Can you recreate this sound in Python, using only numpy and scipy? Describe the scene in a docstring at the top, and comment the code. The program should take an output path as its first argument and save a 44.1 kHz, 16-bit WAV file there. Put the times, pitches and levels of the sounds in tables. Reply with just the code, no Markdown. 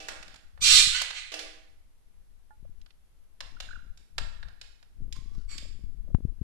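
"""A small parrot nibbles at a clear plastic tumbler toy in a wire cage, in a live room with a faint hiss.
Beak clicks (noise bursts through shell resonances) come from the start until shortly before the last hand
bumps. Early on a parrot further off screeches, grumbles and mutters (rough pulses), and knocks rattle the
cage (noise and ringing wires). Later the near bird chuckles (sliding notes) and purrs, and the far one rasps.
Now and then fingers rub and bump on the hand-held camera (rumble, slips, pressure pulses), most at the end."""
import sys
import numpy as np
from scipy import signal
from scipy.fft import rfft, irfft, next_fast_len
from scipy.io import wavfile

SR = 44100
rng = np.random.default_rng(int(sys.argv[2]) if len(sys.argv) > 2 else 0)


def bounce(signal):
    """Save signal as a 16-bit WAV file at the path given by the first command-line argument."""
    frames = np.transpose(np.atleast_2d(signal))
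    limited = np.clip(frames, -1, 1)
    pcm = np.round(limited * 32767).astype(np.int16)
    wavfile.write(sys.argv[1], SR, pcm)


N = 283541
TIME = np.arange(N) / SR   # seconds

# Low rumble, of the room and of the hand. Each row: frequency in Hz, relative level in dB.
RUMBLE = [(15, 4), (30, -1.5), (60, -11), (110, -22.5), (200, -34), (400, -60), (1500, -100)]


def from_db(db):
    """Turn decibels into a gain."""
    return 10 ** (np.asarray(db) / 20)


def rms_one(x):
    """Scale to unit power."""
    return x / np.sqrt(np.mean(x ** 2) + 1e-20)


def at_hz(points, hz):
    """Read a table between its rows, along a logarithmic frequency axis."""
    table_hz, value = np.transpose(points)
    return np.interp(np.log(np.maximum(hz, 1)), np.log(table_hz), value)


def coloured(x, spectrum):
    """Make some frequencies stronger than others, then scale to unit power."""
    length = x.shape[-1]
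    size = next_fast_len(length)
    gain = from_db(at_hz(spectrum, np.fft.rfftfreq(size, 1 / SR)))
    return rms_one(irfft(rfft(x, size) * gain, size)[..., :length])


def wander(rate_hz, size):
    """Smooth random drift around zero, of unit power: noise without its changes faster than rate_hz."""
    sos = signal.butter(2, rate_hz, fs=SR, output="sos")
    drift = signal.sosfilt(sos, rng.standard_normal(2 * size))
    return rms_one(drift[size:])   # skip the filter's start


def panned(left_db):
    """Gains of the left and right channel, the left one stronger by left_db."""
    gains = from_db(np.array([[left_db], [-left_db]]) / 2)
    return gains / np.sqrt(np.mean(gains ** 2))


def add(out, s, sound):
    """Mix a sound in at s seconds."""
    start = max(0, round(s * SR))
    part = sound[..., :max(0, N - start)]
    out[..., start:start + part.shape[-1]] += part


def resonate(x, hz, width_hz):
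    """Let one frequency ring: a resonance with gain 1 on top; a narrow one rings longer."""
    r = np.exp(-np.pi * width_hz / SR)
    forward = np.array([1, 0, -1]) * (1 - r * r) / 2
    feedback = [1, -2 * r * np.cos(2 * np.pi * hz / SR), r * r]
    return signal.lfilter(forward, feedback, x)


def ringing(modes):
    """One second of dying sine tones from a struck body, of different strength at either microphone."""
    t, out = TIME[:SR], 0
    for hz, db, t60 in modes:   # t60: seconds to fall by 60 dB
        level_db = db + rng.normal(0, 2, (2, 1)) - 60 * t / t60
        sign = rng.choice([-1, 1], (2, 1))
        out = out + from_db(level_db) * np.sin(2 * np.pi * hz * t) * sign
    return out


def room(x, build_s=0.011):
    """Diffuse echoes: bands of noise build up quickly and each dies at its own speed."""
    # Each row: frequency in Hz, time to fall by 60 dB in seconds.
    fall_times = [(200, 1), (600, 0.52), (1500, 0.75), (3700, 0.57), (7500, 0.59), (14000, 0.39)]
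    # Colour of the echoes. Each row: frequency in Hz, relative level in dB.
    echo_colour = [(100, -10.5), (500, 2), (1800, -0.5), (4000, -1.5), (7500, -3), (9000, 3), (11000, -4),
                   (15000, -12)]
    t, tail = TIME[:SR], 0
    edges = np.geomspace(100, 16000, 16)   # Hz
    for low, high in zip(edges, edges[1:]):
        hz = np.sqrt(low * high)
        sos = signal.butter(2, [low, high], "band", fs=SR, output="sos")
        band = signal.sosfilt(sos, rng.standard_normal((2, SR)))
        fade = np.exp(-np.log(1000) * t / at_hz(fall_times, hz))
        tail = tail + band * from_db(at_hz(echo_colour, hz)) * fade
    build_up = 1 - np.exp(-(t / build_s) ** 2)
    tail = rms_one(tail * build_up) / np.sqrt(2 * SR)
    return signal.fftconvolve(x, tail, axes=-1)[:, :N]


def near_walls(x, echo_db, fade_s):
    """The straight path and a spray of early echoes, different at each microphone."""
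    t = TIME[:SR // 25]
    spray = rms_one(rng.standard_normal((2, len(t))) * np.exp(-t / fade_s))
    paths = from_db(echo_db) * spray / np.sqrt(len(t))
    paths[:, 0] += 1   # the straight path
    paths = paths / np.sqrt(1 + from_db(echo_db) ** 2)
    return signal.fftconvolve(x[None], paths, axes=-1)[:, :N]


def call(rows, throat, jitter, tripling, rasp, flutter_db):
    """Syrinx pulses; roughness makes them stagger, vary over three cycles and shed turbulent noise."""
    s, *columns = np.transpose(rows)
    t = np.arange(s[0], s[-1], 1 / SR)
    pitch, level_db, rough = [np.interp(t, s, column) for column in columns]
    rough, size = np.clip(rough, 0, 1), len(t)
    waver = .024 * wander(45, size)
    stagger = 1 + rough * (waver + jitter * wander(500, size))
    phase = 2 * np.pi * np.cumsum(pitch * stagger) / SR
    third = phase / 3 + wander(60, size)   # one turn takes about three cycles
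    phase = phase + tripling * rough * np.sin(third)
    overtones = [np.cos(k * phase + rng.uniform(0, 2 * np.pi)) for k in range(1, 13)]
    pulses = rms_one(sum(overtones))
    # the noise comes in puffs, one per cycle
    turbulence = rasp * rough * rng.standard_normal(size) * (1 + np.cos(phase))
    flutter = from_db(flutter_db * rough * wander(440, size))
    voice = coloured(pulses + turbulence, throat) * flutter
    out = np.zeros(N)
    add(out, s[0], rms_one(voice) * from_db(level_db))
    return out


def glides(notes, overtone_db):
    """Very short, nearly pure sliding notes, each with one weak overtone."""
    out = np.zeros(N)
    for s, length, start_hz, end_hz, db in notes:
        progress = np.linspace(0, 1, max(8, round(length * SR)))
        phase = 2 * np.pi * np.cumsum(start_hz + (end_hz - start_hz) * progress) / SR
        tone = np.sin(phase) + from_db(overtone_db) * np.sin(2 * phase)
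        swell = np.sqrt(2 * abs(np.sin(np.pi * progress)))
        add(out, s, from_db(db) * swell * tone)
    return out


def room_air(hiss_db=-73.5, rumble_db=-57.5):
    """Steady coloured noise: the hiss of the still room and its low rumble."""
    # Each row: frequency in Hz, relative level in dB.
    hiss_colour = [(120, -32), (200, -4), (700, -10), (2000, -14.5), (8000, -20.5), (11500, -16.5),
                   (13000, -24.5), (15400, -37.5)]
    hiss = from_db(hiss_db) * coloured(rng.standard_normal((2, N)), hiss_colour)
    return hiss + from_db(rumble_db) * coloured(rng.standard_normal((2, N)), RUMBLE)


def handling(drain_hz=55.16):
    """Fingers press near the left microphone: rumble, small slips, creaks and sharp pressure bumps."""
    # The fingers shift their grip on the camera.
    # Each row: start in seconds, length in seconds, rumble in dB, rubbing in dB.
    grips = [(.05, .3, -51, -68), (.59, .32, -36.5, -69), (2.61, .17, -45, -78), (3.44, .48, -43, -67),
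             (4.17, .3, -36, -73.5), (5.0, 1.03, -36, -62), (6.1, .2, -32, -55)]
    # Sharp bumps on the camera body. Each row: time in seconds, peak pressure in dB before it leaks away.
    bump_list = [(.619, -31), (.746, -33), (.874, -26), (2.628, -36), (2.696, -38), (4.214, -30),
                 (5.022, -29), (5.188, -31), (5.382, -26), (5.84, -29), (6.148, -3), (6.252, -11),
                 (6.416, -14.5)]
    # Skin creaking on the case. Each row: start in seconds, level in dB.
    creak_list = [(2.649, -54), (5.623, -54.5), (5.652, -53.5), (6.077, -55), (6.102, -54)]
    # Rubbing sound. Each row: frequency in Hz, relative level in dB.
    rubbing_colour = [(60, -9), (130, -5.5), (250, -5.5), (500, -21), (900, -34.5), (2500, -58),
                      (8000, -85.5)]
    # A fingernail on the case: start in seconds, level in dB before it fades.
    tick_s, tick_db = (6.148, -19)
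    attack_s, release_s = .035, .1   # how gradually a grip comes and goes
    slips_per_s, bump_half_width_s = 70, .0016
    creak_s, creak_start_hz, creak_end_hz = .007, 545, 595

    rumble, rubbing = from_db(-56), from_db(-88)   # the hand held still
    for s, length, rumble_db, rubbing_db in grips:
        before, after = np.maximum(s - TIME, 0), np.maximum(TIME - s - length, 0)
        grip = np.exp(-before / attack_s - after / release_s)
        rumble = np.maximum(rumble, from_db(rumble_db) * grip)
        rubbing = np.maximum(rubbing, from_db(rubbing_db) * grip)
    tremor = from_db(2 * wander(7, N))   # uneven finger pressure: 2 dB spread, slower than about 7 Hz
    hand = rumble * tremor * coloured(rng.standard_normal((2, N)), RUMBLE)
    slips = (rng.random(N) < slips_per_s / SR) * rng.standard_normal(N)
    hand += rubbing * coloured(slips, rubbing_colour)

    pressure = sum(from_db(db) / (1 + ((TIME - at) / bump_half_width_s) ** 2) for at, db in bump_list)
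    # the pressure leaks away and swings back
    bumps = signal.lfilter(*signal.butter(1, drain_hz, "high", fs=SR), pressure)
    t = TIME[:SR // 50]
    tick = -from_db(tick_db) * np.exp(-t / 0.00056) * np.sin(2 * np.pi * 800 * t)
    add(bumps, tick_s, tick)
    creak_notes = [(s, creak_s, creak_start_hz, creak_end_hz, db) for s, db in creak_list]
    creaks = glides(creak_notes, overtone_db=-18.)
    return panned(20) * hand + panned(30) * (bumps + creaks)


def effort(row):
    """A call swells, holds and dies away; with less effort its pitch sags and the voice frays."""
    s, held_s, hz, rise, db, rough, clean_s = row
    attack_s, onset_db = .024, -40
    tail_s, release_db_per_s = .11, 300
    sag_hz_per_db, fray_per_db = 3, .025
    clean_roughness, break_s = .17, .008   # the clean opening, and how fast the voice breaks at its end
    t = np.arange(-attack_s, held_s + tail_s, 1 / SR)
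    onset = onset_db * (np.minimum(t, 0) / attack_s) ** 2
    drop_db = onset - release_db_per_s * np.maximum(t - held_s, 0)
    swell_db = 3 * np.clip(2 * t / held_s - 1, -1, 0)   # full strength halfway through
    pitch = hz + rise * np.minimum(t, held_s + tail_s / 2) + sag_hz_per_db * drop_db
    roughness = np.interp(t, [clean_s - break_s, clean_s], [clean_roughness, rough])
    roughness = roughness - fray_per_db * drop_db
    # each row: seconds, pitch in Hz, level in dB, roughness
    return np.column_stack([s + t, pitch, db + drop_db + swell_db, roughness])


def far_parrot(howl_db=-9.5):
    """A harsh screech that sets the cage howling, two softer afterthoughts, the first higher, and a rasp."""
    # Four calls. Each: start in seconds, held time in seconds, pitch in Hz, pitch rise in Hz per second,
    # level in dB at full strength, roughness from 0 to 1, clean opening in seconds.
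    screech = (.628, .16, 1205, 260, -15.7, .78, .016)
    grumble = (.931, .035, 1425, 3200, -26.2, .66, 0)
    mutter = (1.153, .024, 1240, 200, -35.5, .72, 0)
    thin_rasp = (5.497, .03, 1145, -200, -45.5, .92, 0)
    # Colour of throat and beak. Each row: frequency in Hz, relative level in dB.
    wide_beak = [(700, -62), (1200, -28), (1600, -13), (2100, -12), (2450, -9.5), (2850, -6), (3700, -2.5),
                 (4150, 0.5), (4900, -6.5), (5600, -7), (6800, -11.5), (7500, -4), (8700, -16),
                 (10000, -18.5), (11500, -26), (15000, -41)]
    half_beak = [(800, -44.5), (1450, -15.5), (2000, -1.5), (2700, -5), (4200, -3), (5400, -16),
                 (7500, -13.5), (9000, -23), (15000, -54)]
    shut_beak = [(900, -20), (1900, -4.5), (2450, -3.5), (3300, -7.5), (4100, -9), (4500, 3.5), (5000, -2),
                 (5700, -10.5), (6700, -15.5), (7100, -2), (7500, -3.5), (8000, -1.5), (8600, -21),
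                 (11000, -18.5), (15000, -46)]
    # Narrow resonances of the cage that the screech sets ringing.
    # Each row: frequency in Hz, width in Hz, relative level in dB.
    howl_modes = [(2364, 60, -3.5), (2710, 18, -6), (2930, 25, 3), (3678, 15, 5.5), (4040, 16, 11.5),
                  (6400, 25, -1.5), (6960, 24, 3)]
    voice = call(effort(screech), wide_beak, jitter=.03, tripling=.55, rasp=0.94, flutter_db=1.5)
    howl = sum(from_db(db) * resonate(voice, hz, width) for hz, width, db in howl_modes)
    howl = from_db(howl_db) * howl
    voice += call(effort(grumble), half_beak, jitter=0.059, tripling=0.24, rasp=1.0, flutter_db=5.0)
    voice += call(effort(mutter), half_beak, jitter=0.046, tripling=0.67, rasp=0.77, flutter_db=-2.0)
    voice += call(effort(thin_rasp), shut_beak, jitter=.05, tripling=.3, rasp=1.1, flutter_db=3.5)
    early = near_walls(voice, echo_db=7.5, fade_s=0.0064)
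    late = from_db(-0.5) * room((voice + howl)[None])
    return panned(-8.5) * (early + howl + late)


def cage_knocks(wire_db=-13.):
    """The cage shudders at each knock (fading noise) and its wires ring on; the perch gets a faint tap."""
    # Each row: start in seconds, level in dB, fading time of the shudder in seconds,
    # wire ring in dB against the knock, before wire_db.
    knocks = [(.002, -45, 0.05, 7.5), (.087, -35, 0.012, -3), (1.319, -36, 0.016, -4),
              (1.34, -28.5, 0.0069, -10.5), (1.392, -32, 0.012, -10.5)]
    # The struck cage. Each row: frequency in Hz, relative level in dB.
    cage_colour = [(100, -53), (200, -27.5), (330, -8.5), (650, -3.5), (1000, -12.5), (2600, -0.5),
                   (4200, -3), (6000, -6), (8000, -14), (11000, -24), (15000, -32)]
    # Cage wires. Each row: frequency in Hz, relative level in dB, time to fall by 60 dB in seconds.
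    wire_modes = [(310, -6, .8), (410, -9.5, 0.42), (480, -7, 0.81), (560, -11, 0.17), (646, -4, .72),
                  (780, -4.5, .9), (1195, -6.5, .47), (1669, -6.5, .5), (1782, -9.5, 0.7), (2320, -6, 0.61),
                  (2650, 0.5, 0.46), (3546, -11, 0.73)]
    # Tap on the perch: start in seconds, level in dB.
    tap_s, tap_db = (2.507, -52)
    # The perch. Each row: frequency in Hz, relative level in dB, time to fall by 60 dB in seconds.
    perch_modes = [(854, -3, 0.16), (1420, -5, 0.12), (1750, -11.5, 0.06)]
    t, shudders, wires = TIME[:SR], np.zeros((2, N)), np.zeros((2, N))
    for s, db, shudder_s, ring_db in knocks:
        rattle = coloured(rng.standard_normal((2, SR)), cage_colour)
        add(shudders, s, from_db(db) * rattle * np.exp(-t / shudder_s))
        add(wires, s, from_db(db + ring_db + wire_db) * ringing(wire_modes))
    add(wires, tap_s, from_db(tap_db) * ringing(perch_modes))
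    return panned(-6.5) * (shudders + wires + room(shudders))


def chuckle():
    """The near bird's quiet, quick sliding notes and its faint purr, broken up by a flickering level."""
    # Each row: start in seconds, length in seconds, start pitch in Hz, end pitch in Hz, level in dB.
    chuckle_notes = [(3.567, .008, 1400, 1444, -51), (3.687, .008, 1590, 1500, -44),
                     (3.707, .012, 1350, 1590, -44), (3.73, .009, 1735, 1380, -43),
                     (3.755, .012, 1640, 1270, -45), (3.792, .008, 1470, 1455, -53)]
    # The purr. Each row: time in seconds, pitch in Hz, level in dB before the flicker,
    # roughness (capped at 1).
    purr_path = [(5.14, 1086, -81, 0.98), (5.16, 1070, -57, 1.04), (5.25, 1029, -71.5, 0.79),
                 (5.35, 1201, -62, 1), (5.39, 1480, -65, 1.1), (5.46, 1487, -69.5, 1)]
    # Colour of the closed throat. Each row: frequency in Hz, relative level in dB.
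    closed_throat = [(600, -19), (1100, -5), (1600, -11), (2400, -15.5), (5000, -9), (12000, -31.5)]
    notes = glides(chuckle_notes, overtone_db=-28.)
    purr = call(purr_path, closed_throat, jitter=.08, tripling=.35, rasp=.5, flutter_db=4.)
    flicker = from_db(3.5 * wander(40, N) - 2.5)
    notes += purr * flicker
    return panned(-13.5) * (notes + from_db(-10.5) * room(notes[None]))


def beak_clicks(slip_db=-7., bite_s=0.00038, gain_db=-2.0):
    """The beak snaps off the plastic and catches again a moment later; the shell rings briefly."""
    # Each row: start in seconds, level in dB before gain_db, hollow body in dB, treble in dB,
    # sound sent to the room in dB.
    touches = [(.084, -32, 7, 4, -3), (.227, -42, -1, -3, -5), (.28, -47, -3, -3, 2),
               (.342, -46.5, 8, 3, -6), (.359, -47.5, -4, 0, -4), (.575, -53, 12, -24, -2),
               (1.016, -24, 2, 5, -8), (1.105, -32.5, -4, -24, -6), (2.814, -57, -17, -4, -14),
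               (2.861, -55, -1, -14, -10), (2.905, -57, -12, -22, -20), (3.405, -32.5, -1, -8, -5),
               (3.602, -34, -4, -5, -3), (3.974, -54, -10, 4, 0), (4.181, -25.5, 1.5, -4.5, -6.5),
               (4.428, -41.5, 8, -28, -6), (4.484, -51.5, 1, -12, -3), (4.613, -39.5, -9, -6, -3),
               (4.827, -55, 5, -1, -8), (5.125, -38.5, -36, 2, -5), (5.58, -36, -26, -3, -3)]
    # Resonances of the plastic shell, each passed twice.
    # Each row: frequency in Hz, width of one pass in Hz, relative level in dB.
    shell_modes = [(650, 650, 7.5), (1495, 750, 4.5), (2560, 2300, 0.5), (3900, 1500, 2.5),
                   (5050, 1100, 2.5), (6900, 1900, -1), (10500, 4500, -14.5)]
    ring_s, bass_db = .0043, -8.5   # fading time of a snap; the lowest mode against the hollow body
    t, direct, sent = TIME[:SR // 10], np.zeros((2, N)), np.zeros((2, N))
    for s, db, body_db, treble_db, room_db in touches:
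        firm = np.clip((db + 59.5) / 30, 0, 1)   # light touches catch again only weakly
        snap = np.exp(-t / ring_s)
        catch = (t > ring_s) * np.exp(-abs(t - ring_s) / ring_s * 2)
        force = snap + firm * from_db(slip_db) * catch
        force = force * (1 - np.exp(-t / bite_s))   # softens the very start
        # where and how hard the beak lands decides which modes speak
        touch = [(650, body_db + bass_db), (1450, body_db), (2600, 0), (3900, 0), (6900, treble_db)]
        click = 0
        for hz, width, level in shell_modes:
            crack = rng.standard_normal((2, len(t))) * force
            ring = resonate(resonate(crack, hz, width), hz, width)
            click = click + from_db(level + at_hz(touch, hz)) * ring
        opening_rms = np.sqrt(np.mean(click[:, :SR // 200] ** 2))   # first 5 ms
        click = click / opening_rms * from_db(db + gain_db)
        add(direct, s, click)
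        add(sent, s, click * from_db(room_db))
    return panned(-6.5) * direct + panned(-8.5) * room(sent)


def scene():
    """Room, hand, birds, cage and toy together."""
    return room_air() + handling() + far_parrot() + cage_knocks() + chuckle() + beak_clicks()


def record(dry):
    """Full scale limits the peaks; the top is cut, by 60 dB from 16 kHz up."""
    limited = np.clip(dry, -1, 1)
    return signal.sosfilt(signal.cheby2(14, 60, 16000, fs=SR, output="sos"), limited)


dry = scene()
out = record(dry)
bounce(out)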